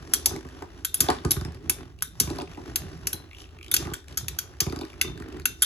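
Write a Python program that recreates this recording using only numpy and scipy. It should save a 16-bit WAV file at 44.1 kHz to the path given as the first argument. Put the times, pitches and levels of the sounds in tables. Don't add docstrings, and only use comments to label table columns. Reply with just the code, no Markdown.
import sys
import numpy as np
from scipy import signal
from scipy.fft import rfft, irfft, next_fast_len
from scipy.io import wavfile
from scipy.ndimage import uniform_filter1d, map_coordinates

SR = 44100
rng = np.random.default_rng(int(sys.argv[2]) if len(sys.argv) > 2 else 0)


def pcm_store(signal):
    levels = np.round(np.clip(np.atleast_2d(signal), -1, 1) * 32767)
    wavfile.write(sys.argv[1], SR, levels.astype(np.int16).T)


N = 249158

# frequency in Hz, relative density in dB per Hz.
CRACK = [(350, -57), (600, -37.5), (1340, -8), (2410, -0.5), (3190, -9), (5050, -3), (6130, -9.5),
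         (8930, -10), (10700, -12), (12100, -12), (13200, -25), (15100, -41), (16700, -69.5)]


def amp(db):
    return 10 ** (np.asarray(db) / 20)


def unit(x):
    return x / np.sqrt(np.mean(x ** 2, axis=-1, keepdims=True) + 1e-20)


def along(points, hz):
    f, v = np.transpose(points)
    return np.interp(np.log(hz + 1), np.log(f + 1), v)


def filtered(x, response):
    n = x.shape[-1]
    m = next_fast_len(n + 4096, True)
    return irfft(rfft(x, m) * response(np.fft.rfftfreq(m, 1 / SR)), m)[..., :n]


def wobble(rate):
    knots = rng.standard_normal(int(N * rate / SR) + 4)
    return map_coordinates(knots, [np.arange(N) * rate / SR])


def add(track, s, sound):
    at = round(s * SR)
    track[..., at:at + sound.shape[-1]] += sound


def ringing(hz, db, t60, t):
    return np.sum(amp(np.c_[db] - 60 * t / np.c_[t60]) * np.sin(2 * np.pi * np.c_[hz] * t), axis=0)


def bowl(hz, lo_hz, hi_hz):
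    # frequency in Hz, width in Hz, level in dB.
    bowl_modes = [(58, 24, -7), (79, 12, 2), (125, 40, -5.5), (170, 50, -9), (257, 40, -3), (322, 40, -1),
                  (380, 35, -1), (450, 35, -10), (562, 45, -7), (725, 40, -2), (850, 45, -3), (985, 45, -5),
                  (1116, 45, -4), (1220, 50, -6), (1500, 120, -11)]
    return sum((-1) ** k * amp(db) * 1j * hz * w / (c * c - hz * hz + 1j * hz * w)
               for k, (c, w, db) in enumerate(bowl_modes) if lo_hz <= c < hi_hz)


def air():
    # frequency in Hz, relative density in dB per Hz.
    rumble_spectrum = [(20, -23.5), (40, -10.5), (60, 1), (90, -5.5), (140, -27.5), (300, -58)]
    near, far = rng.standard_normal((2, N))
    noise = near + .3 * far * np.c_[[1, -1]]
    return amp(-48) * unit(filtered(noise, lambda hz: amp(along(rumble_spectrum, hz))))


def room(x):
    # frequency in Hz, t60 in seconds.
    room_t60 = [(200, 0.13), (2000, 0.31), (6000, 0.27), (12000, 0.16), (13500, 0.033), (16000, 0.041)]
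    out, step = np.zeros((2, N + 2 * SR)), SR // 3
    for at in range(0, N, step):
        hz, t, z = signal.stft(rng.standard_normal((2, SR // 2)), SR, nperseg=256)
        decay = amp(-60 * t / along(room_t60, hz)[:, None])
        tail = signal.istft(z * decay, SR, nperseg=256)[1]
        tail = tail / np.linalg.norm(tail[0])
        answer = signal.fftconvolve(x[None, at:at + step], tail, axes=1)
        add(out, at / SR + 0.004, answer)
    return out[:, :N]


def rolling():
    # time in seconds, then boom, drum and scrape before balance, in dB.
    roll_levels = [(0.0, -43, -52, -50), (0.11, -47, -43, -52.5), (0.31, -46.5, -49.5, -49.5),
                   (0.71, -53.5, -50.5, -55.5), (0.91, -54.5, -55.5, -64.5), (1.05, -54, -51.5, -46),
                   (1.18, -50, -44, -47), (1.3, -44.5, -51, -54.5), (1.48, -43, -56.5, -51.5),
                   (1.64, -45, -47, -60), (1.809, -52.5, -53.5, -55.5), (2.05, -52.5, -60.5, -72),
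                   (2.25, -46, -59, -51.5), (2.39, -43.5, -51, -52), (2.67, -49, -46, -53),
                   (2.819, -40, -49.5, -53), (3.4, -62, -59, -61), (3.65, -55, -54, -60.5),
                   (3.81, -40, -43, -49.5), (3.98, -63, -57, -59.5), (4.25, -43.5, -54, -56),
                   (4.83, -71, -57, -57.5), (5.07, -39, -46, -55.5), (5.27, -51, -45, -54),
                   (5.46, -46.5, -47, -57.5), (5.65, -62, -60, -65)]
    # time in seconds, level before balance in dB.
    hiss_levels = [(0.0, -55.5), (0.28, -46.5), (0.49, -57), (0.69, -62.5), (0.89, -64), (1.02, -45),
                   (1.26, -59), (1.35, -62), (1.51, -65.5), (1.81, -64), (2.06, -76), (2.25, -47),
                   (2.41, -60), (2.55, -57), (3.02, -59), (3.13, -75), (3.29, -64.5), (3.41, -54),
                   (3.68, -81.5), (3.81, -48), (4.06, -62), (4.34, -57), (4.47, -61), (4.86, -60),
                   (5.4, -68.5), (5.65, -51)]
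    # frequency in Hz, relative density in dB per Hz.
    scrape_spectrum = [(290, -45.5), (500, -12.5), (797, -12.5), (926, -16.5), (1080, -14), (1420, -15),
                       (1860, -15.5), (2190, -20.5), (4290, -10.5), (5720, 1), (5960, -6), (9250, -16.5),
                       (11200, -10), (13200, -36.5), (14000, -83)]
    spin_hz = 51.8

    s, *columns = np.transpose(roll_levels)
    t = np.arange(N) / SR
    levels = [np.interp(t, s, column) for column in columns]
    levels = np.array(levels + [np.interp(t, *np.transpose(hiss_levels))])

    turn = np.cumsum(spin_hz * (1 + 0.1564 * wobble(6))) / SR

    def press(depth_db):
        return amp(depth_db * np.cos(2 * np.pi * turn) + 1.5 * wobble(25))

    strength = amp(4 * rng.standard_normal(int(turn[-1]) + 1))
    graze = strength[turn.astype(int)] * np.exp(-(turn % 1) / .12)
    rub = press(1.3) + 1.2 * graze

    near, far = rng.standard_normal((2, 4, N))
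    force = near + np.c_[[.2, .25, .5, .3]] * far * [[[1]], [[-1]]]
    force = force * amp(2.5 * wobble(18)) * [press(.5), press(1.5), rub, rub]

    def parts(hz):
        high = 1 / (1 + (3200 / (hz + 1)) ** 6)
        rasp = amp(along(scrape_spectrum, hz)) * (1 + 0.32 * abs(bowl(hz, 500, 2000)))
        return np.array([bowl(hz, 0, 200), bowl(hz, 200, 500), rasp * (1 - high), rasp * high])

    balance_db = np.c_[[3, 2, 2.5, -1.5]]
    return np.sum(unit(filtered(force, parts)) * amp(levels + balance_db), axis=1)


def ticks():
    # start in seconds, level before balance in dB, pitch in Hz,
    # bright edge over the knock before balance and scatter in dB.
    tip_skips = [(0.0648, -47, 2010, -18), (0.1446, -22.5, 3960, -3), (0.3618, -31.5, 1900, -4.5),
                 (0.4479, -40, 1950, -7.5), (0.467, -48, 2500, -4), (0.4873, -38.5, 1920, -6.5),
                 (0.5084, -48, 2840, -8), (0.622, -36.5, 1940, -3.5), (0.788, -49, 2660, -6),
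                 (1.0853, -15, 3830, -12), (1.1014, -17, 2000, -3), (1.1846, -33.5, 3400, -17),
                 (1.249, -31.5, 1810, 4), (1.3653, -31, 1720, -4.5), (1.4107, -31.5, 1570, -3),
                 (1.4489, -32.5, 1740, -0.5), (1.5208, -45.5, 1700, 0.5), (1.5454, -43.5, 1880, -2),
                 (1.988, -48.5, 3000, 2), (2.007, -46, 3000, -3), (2.2734, -36, 2550, -1),
                 (2.3009, -37.5, 4940, 3.5), (2.3585, -39.5, 1960, -0.5), (2.385, -30.5, 4480, -4),
                 (2.4, -31, 3000, -11), (2.4098, -29, 4180, -24), (2.4174, -40.5, 2470, 5.5),
                 (2.474, -37.5, 2530, -24), (2.5007, -48, 1990, -13), (2.5464, -40, 2680, -8),
                 (2.5726, -40.5, 2000, -7.5), (2.8883, -46.5, 1930, 0), (2.93, -42.5, 4240, -22),
                 (2.9743, -45, 1920, -5), (3.0254, -53, 1740, -9), (3.288, -50, 2500, -24),
                 (3.3111, -34.5, 2500, -14.5), (3.331, -34.5, 2490, -15), (3.3473, -34.5, 2750, -12),
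                 (3.367, -40, 3020, -17), (3.3832, -36, 2900, -11), (3.4027, -35, 3150, -20),
                 (3.418, -40.5, 3100, -5), (3.4398, -37.5, 2860, -17.5), (3.4554, -42.5, 2600, -16),
                 (3.49, -46.5, 3100, -7.5), (3.513, -53, 3180, -14.5), (3.5862, -38, 2430, -10),
                 (3.6107, -33, 2360, -16), (3.6282, -36, 2650, -5), (3.644, -39.5, 2740, -1),
                 (3.6624, -37, 2500, -7), (3.681, -37, 3100, -2.5), (3.8164, -44, 3620, -8.5),
                 (3.8364, -48, 2000, -13), (3.8517, -32.5, 2010, -9), (3.8701, -31, 2030, -8),
                 (3.9007, -38.5, 3420, -18), (3.9144, -43, 3220, -11), (3.9794, -44, 3590, -26),
                 (4.0013, -49, 3600, -9), (4.0415, -46, 1640, -6.5), (4.082, -46, 1770, 4.5),
                 (4.124, -43.5, 3120, 0.5), (4.5361, -40, 1550, -14), (4.665, -31, 2000, -5),
                 (4.6977, -35, 4350, -1), (4.7237, -30.5, 1720, -2.5), (4.7606, -39, 4820, 4.5),
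                 (4.789, -33.5, 4990, -7), (4.8111, -33.5, 3800, 1), (4.8177, -36, 4400, -8),
                 (4.8324, -35, 2790, -15), (4.8498, -37, 1930, -3), (4.8704, -44, 2790, -18),
                 (4.9, -38.5, 3010, -9), (4.9303, -37, 2410, -6.5), (5.1756, -34, 1700, -9.5),
                 (5.1995, -40, 1730, -3), (5.222, -30.5, 1640, -14), (5.241, -39, 1650, -27),
                 (5.2848, -40.5, 1630, -5.5), (5.3248, -45.5, 2460, 1.5), (5.3688, -36, 1620, -9),
                 (5.3971, -32, 1810, -5.5), (5.418, -42, 4100, -7)]
    graze_s = .004
    out, t = np.zeros(N + SR), np.arange(SR // 25) / SR
    decay = amp(-60 * t / 0.11) * (1 - np.exp(-(t / 0.00013) ** 2))
    for s, db, pitch, edge_db in tip_skips:
        def body_and_edge(hz):
            resonance = 1j * hz * pitch / (pitch ** 2 - hz ** 2 + 1j * hz * .42 * pitch)
            plastic = 1.5 * pitch * bowl(hz, 1000, 2000) / 1000
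            bright = amp(along(CRACK, hz)) * (hz > 2200) * (hz < 12800)
            return np.array([resonance ** 2 + plastic, bright])

        drag = .03 + .3 * (t < graze_s) * np.sin(np.pi * t / graze_s)
        force = drag * rng.standard_normal(len(t))
        force[round(.0004 * SR)] = 1
        body, edge = unit(filtered(force, body_and_edge) * decay)
        edge_gain = amp(edge_db + 5 + 1.5 * rng.standard_normal())
        add(out, s, amp(db - 20.0) * (body + edge_gain * edge))
    return out[:N]


def drops():
    # start in seconds, then levels before balance
    # of knock, boom, drum and slap in dB.
    landings = [(0.264, -32, -66, -40, -50.5), (0.31, -31.5, -38, -36, -47.5), (0.33, -43, -37, -33.5, -45),
                (0.358, -34.5, -37, -32.5, -50), (0.449, -43, -40, -40, -49),
                (0.62, -30, -48.5, -36.5, -44), (1.003, -40.5, -32.5, -32.5, -42.5),
                (1.032, -44.5, -32, -36.5, -41), (1.086, -11, -38.5, -21.5, -28),
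                (1.1, -20.5, -35, -33, -27), (1.248, -28.5, -20.5, -24.5, -34),
                (1.282, -40.5, -33, -43, -55), (1.306, -41, -39, -35, -47), (1.364, -38.5, -25, -33.5, -40),
                (1.411, -37.5, -29.5, -37.5, -46.5), (1.447, -38, -31.5, -37, -48.5),
                (1.474, -43, -35, -41, -58.5), (1.694, -35.5, -48, -44, -42.5),
                (2.204, -41.5, -32, -33, -47.5), (2.231, -46.5, -31, -44, -45.5),
                (2.271, -36, -31.5, -37, -47.5), (2.302, -31, -33, -27.5, -47.5),
                (2.357, -44, -48.5, -36, -48), (2.386, -25.5, -46, -34, -43.5),
                (2.407, -29, -54, -41, -44.5), (2.419, -40.5, -54.5, -33, -67),
                (2.574, -32.5, -48.5, -38, -62), (3.134, -40.5, -40, -38, -53),
                (3.816, -44.5, -36.5, -44, -49.5), (3.853, -46, -32, -39.5, -41.5),
                (3.872, -34, -49.5, -35, -42.5), (3.887, -45, -36, -39.5, -44),
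                (3.914, -37.5, -33, -37.5, -42.5), (4.611, -37, -32, -35.5, -39),
                (4.664, -31, -25.5, -31.5, -45), (4.698, -47, -36, -36, -57), (4.725, -33, -37, -30.5, -44),
                (4.76, -38.5, -37, -34, -44), (4.789, -37.5, -41, -39, -54), (4.812, -31, -53, -33.5, -47),
                (4.832, -45, -45, -33.5, -47.5), (5.044, -40, -44, -36.5, -44.5),
                (5.08, -42.5, -48, -45, -49), (5.201, -45, -39, -37.5, -47.5)]
    trail = .16
    balance_db = np.c_[[-19, -9.5, -10.5, -11]]
    out, t = np.zeros((2, N + SR)), np.arange(SR // 6) / SR - .01

    def parts(hz):
        travel = trail * (np.sqrt(hz) - hz / (2 * np.sqrt(500)))
        late = np.exp(-2j * np.pi * travel) / (1 + (hz / 1500) ** 4)
        boom = bowl(hz, 0, 200) * late * hz ** 0.2
        return np.array([bowl(hz, 500, 1000), boom, bowl(hz, 200, 500) * late, bowl(hz, 1000, 2000)])

    for s, *levels in landings:
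        near, far = amp(-60 * t / 0.18) * (t > 0) * rng.standard_normal((2, len(t)))
        differing = np.c_[[.8, .2, .3, .8]] * far * np.array([[[1]], [[-1]]])
        force = np.c_[[.06, .01, .05, .07]] * (near + differing)
        force[..., np.argmax(t > 0)] = 1
        sounds = unit(filtered(force, parts) * amp(-60 * t / 0.34))
        add(out, s + t[0], np.sum(sounds * amp(np.c_[levels] + balance_db), axis=1))
    return out[:, :N]


def clashes():
    # start in seconds; edge, middle and body in dB; ring of the plastic core,
    # of each of the three wheels and of the longest mode in dB; first snap over the burst in dB;
    # loudest pitches in Hz (one of body, two of middle, two of edge), set by where the rims meet.
    rim_hits = [(0.1359, -16.5, -22, -30, -31.5, -33, -40.5, -53.5, -50.5, 9.5, 3224, 7220, 6184, 10770, 11300),
                (0.2582, -16.5, -18.5, -23.5, -40.5, -30.5, -47.5, -57, -51, 8, 4650, 6004, 6220, 10780, 11340),
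                (.848, -25, -29.5, -32.5, -35, -56, -49, -55.5, -49.5, 9, 3280, 7200, 6860, 11810, 12040),
                (0.9421, -21, -30.5, -31, -41, -48, -55, -62.5, -53, -5, 2680, 6070, 6990, 10830, 11980),
                (1.0044, -13, -15.5, -22.5, -30.5, -40, -50, -68, -55, -4, 3610, 6550, 7300, 10770, 11410),
                (1.3077, -22, -22, -33, -47, -56.5, -55, -52, -59, 3, 3800, 6000, 5480, 10790, 11330),
                (1.3153, -19, -25.5, -26, -38, -53, -54, -58.5, -51, 4.5, 3880, 5430, 6080, 11390, 10830),
                (1.6963, -20, -26, -27, -36, -66, -54, -66.5, -55.5, 10.5, 4500, 5550, 6680, 11720, 10310),
                (2.0225, -24, -31, -37.5, -31.5, -53, -56.5, -58.5, -58, 2, 1500, 5710, 6300, 9910, 11500),
                (2.2, -14, -16.5, -21, -35.5, -41, -46.5, -59, -51.5, -4, 3990, 5570, 6200, 11500, 9730),
                (2.758, -23, -29.5, -27.5, -36.5, -56.5, -56.5, -56, -58.5, 13, 2674, 6310, 5410, 10320, 11470),
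                (3.0705, -25.5, -27, -34.5, -39.5, -68, -60, -73, -67, 11, 2585, 5790, 6680, 12020, 10540),
                (3.1294, -26.5, -32, -32, -40, -65.5, -55, -49.5, -73, -19, 3810, 5780, 6280, 11360, 9680),
                (3.714, -24.5, -39, -32.5, -41, -37, -50, -49, -44, 11, 3760, 6260, 6330, 12010, 9650),
                (3.74, -16.5, -22, -22.5, -31.5, -43, -46, -59, -55.5, 8, 4390, 7300, 6540, 11730, 11110),
                (3.764, -27, -22.5, -21, -38.5, -38, -65, -61, -58, 2, 3290, 6160, 7220, 9470, 11910),
                (3.9356, -34, -32, -34, -35, -61, -54, -77, -63.5, -12, 3180, 7970, 7300, 9520, 12100),
                (4.173, -22.5, -20.5, -35, -30, -46, -45.5, -57, -48, -11, 3880, 6190, 6620, 11730, 9820),
                (4.2825, -34.5, -37.5, -35.5, -44.5, -64, -63, -66, -60, 14.5, 3700, 5520, 6720, 11730, 10200),
                (4.3869, -26.5, -27, -29, -37.5, -58, -64, -72.5, -67, -2, 3246, 5970, 6690, 12010, 11700),
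                (4.6033, -19.5, -19, -22.5, -31, -36, -44.5, -69, -50, 5.5, 3160, 6030, 5600, 10200, 14800),
                (5.013, -24.5, -27, -19.5, -33, -33.5, -66, -60, -44.5, 11.5, 2764, 6390, 5660, 10790, 9740),
                (5.455, -19.5, -26, -23.5, -29, -31.5, -72, -56, -50.5, 2, 2680, 6410, 6570, 10800, 11350),
                (5.621, -10.5, -17, -23, -19.5, -42, -39.5, -56, -42, -21, 3670, 7210, 8050, 10730, 11160)]
    band_hz = [1400, 3200, 6300, 11000, 14500]
    # t60 in seconds, one for each band.
    band_t60 = [0.086, 0.018, 0.05, 0.027, 0.077]
    band_balance_db = [-3.5, 3, 1, 2, -7.5]
    # nominal Hz, dB over the band before scatter, t60 in seconds.
    short_modes = [(1950, -2, .03), (2700, -1, .035), (4500, -4, .03), (5450, -4, .035), (6900, -3, .035),
                   (7800, -8, .05), (9550, -7, .04), (9850, -6, .04), (10350, -6, .04), (10760, 1, .045),
                   (11400, -4, .06), (11490, -4, .06), (11730, -3, .05), (12050, -8, .05), (14000, -12, .1),
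                   (14700, -12, .13), (15300, -12, .06)]
    # Hz, nominal split in Hz, t60 in seconds.
    lasting_modes = [(1505, 30, .045), (3265, 45, .085), (3620, 60, .4), (4045, 75, .3), (5780, 110, .1),
                     (6215, 135, .15), (6520, 90, .09), (7250, 70, .1)]
    ring_column = [0, 2, 4, 3, 2, 1, 2, 1]
    mode_balance_db = [-3.5, 11.5, 1.5, 2.5, -5, -3, -5.5, -13]
    # dB over their band, then t60 in seconds.
    struck_balance_db = [0.56, 3, 0.82, 4, 2.8]
    struck_t60 = [.022, .03, .03, .025, .025]
    snap_t60, sizzle_t60 = 0.035, 0.22
    sizzle_db = -19

    out, t = np.zeros((2, N + SR)), np.arange(SR // 3) / SR
    rise = 1 - np.exp(-t / 0.0012)
    short_hz, short_db, short_t60 = np.transpose(short_modes)
    long_hz, split, long_t60 = np.transpose(lasting_modes)
    bands_count, modes_count = len(band_hz), len(lasting_modes)

    def band_spectra(hz):
        share = np.array([along(list(zip(band_hz, row)), hz) for row in np.eye(bands_count)])
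        return amp(along(CRACK, hz)) * share ** 2

    for s, edge_db, middle_db, body_db, *rest in rim_hits:
        wheel_db, snap_db, struck_hz = rest[:5], rest[5], rest[6:]
        band_db = np.array([wheel_db[0], body_db, middle_db, edge_db, edge_db]) + band_balance_db
        band_db = band_db + .8 * rng.standard_normal(bands_count)
        ring_db = np.array(wheel_db)[ring_column] + mode_balance_db
        ring_db = ring_db + 1.5 * rng.standard_normal(modes_count)

        bands = unit(filtered(rng.standard_normal(len(t)), band_spectra))
        snap = 1 + amp(snap_db - 60 * t / snap_t60)
        sizzle = amp(sizzle_db - 60 * t / sizzle_t60)
        fade = amp(-60 * t / np.c_[band_t60]) * snap + sizzle
        crack = np.sum(bands * amp(np.c_[band_db]) * fade, axis=0)

        pitch_scatter, level_scatter = rng.standard_normal((2, len(short_modes)))
        level_db = short_db + along(list(zip(band_hz, band_db)), short_hz) + 4 * level_scatter
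        short = ringing(short_hz * (1 + 0.00823 * pitch_scatter), level_db, short_t60, t)

        lean = rng.normal(0, 4, modes_count)
        apart = split * rng.uniform(.25, .7, modes_count)
        lasting = ringing(long_hz - apart, ring_db + lean, long_t60, t)
        lasting = lasting + ringing(long_hz + apart, ring_db - lean, long_t60, t)

        modulation = unit(uniform_filter1d(rng.standard_normal(len(t)), size=110))
        rough = amp(4.5 * modulation - 60 * (t / t[-1]) ** 8)
        struck = ringing(struck_hz, band_db[[1, 2, 2, 3, 3]] + struck_balance_db, struck_t60, t)
        burst = amp(-5) * crack + (amp(-8) * short + struck) * np.sqrt(rough)
        add(out, s, rise * (amp(0.5) * burst + amp(1.5) * lasting * rough))
    return out[:, :N]


def scene():
    metal, thumps, taps = clashes(), drops(), ticks()
    thin = filtered(thumps.mean(axis=0), lambda hz: 1j * hz / (1j * hz + 400))
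    sent = amp(-14.0) * metal.mean(axis=0) + amp(-11.0) * thin + amp(-10.0) * taps
    return metal + thumps + taps + room(sent) + rolling() + air()


def record(dry):
    # frequency in Hz, radians the left port leads.
    port_lead = [(0, 0), (690, 0.9), (3270, 1.7), (4130, 0.0), (6550, 6.6), (6890, 6.8), (8350, 3.6),
                 (9390, 2.9), (10500, 0.4), (11500, -0.2), (12700, -2.7), (13700, -3.5), (15100, -6.4),
                 (16500, -6.2)]
    # frequency in Hz, left over right in dB.
    port_colour = [(60, -0.5), (180, -4), (550, 1), (1650, 0.5), (4970, 2.5), (15000, 0.0)]
    half = np.c_[[.5, -.5]]

    def response(hz):
        cut = (1j * hz / (1j * hz + 25)) ** 2 * (hz < 16850)
        phase = np.exp(1j * half * np.interp(hz, *np.transpose(port_lead)))
        return amp(half * along(port_colour, hz)) * phase * cut

    return filtered(dry, response)


dry = scene()
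out = record(dry)
pcm_store(out)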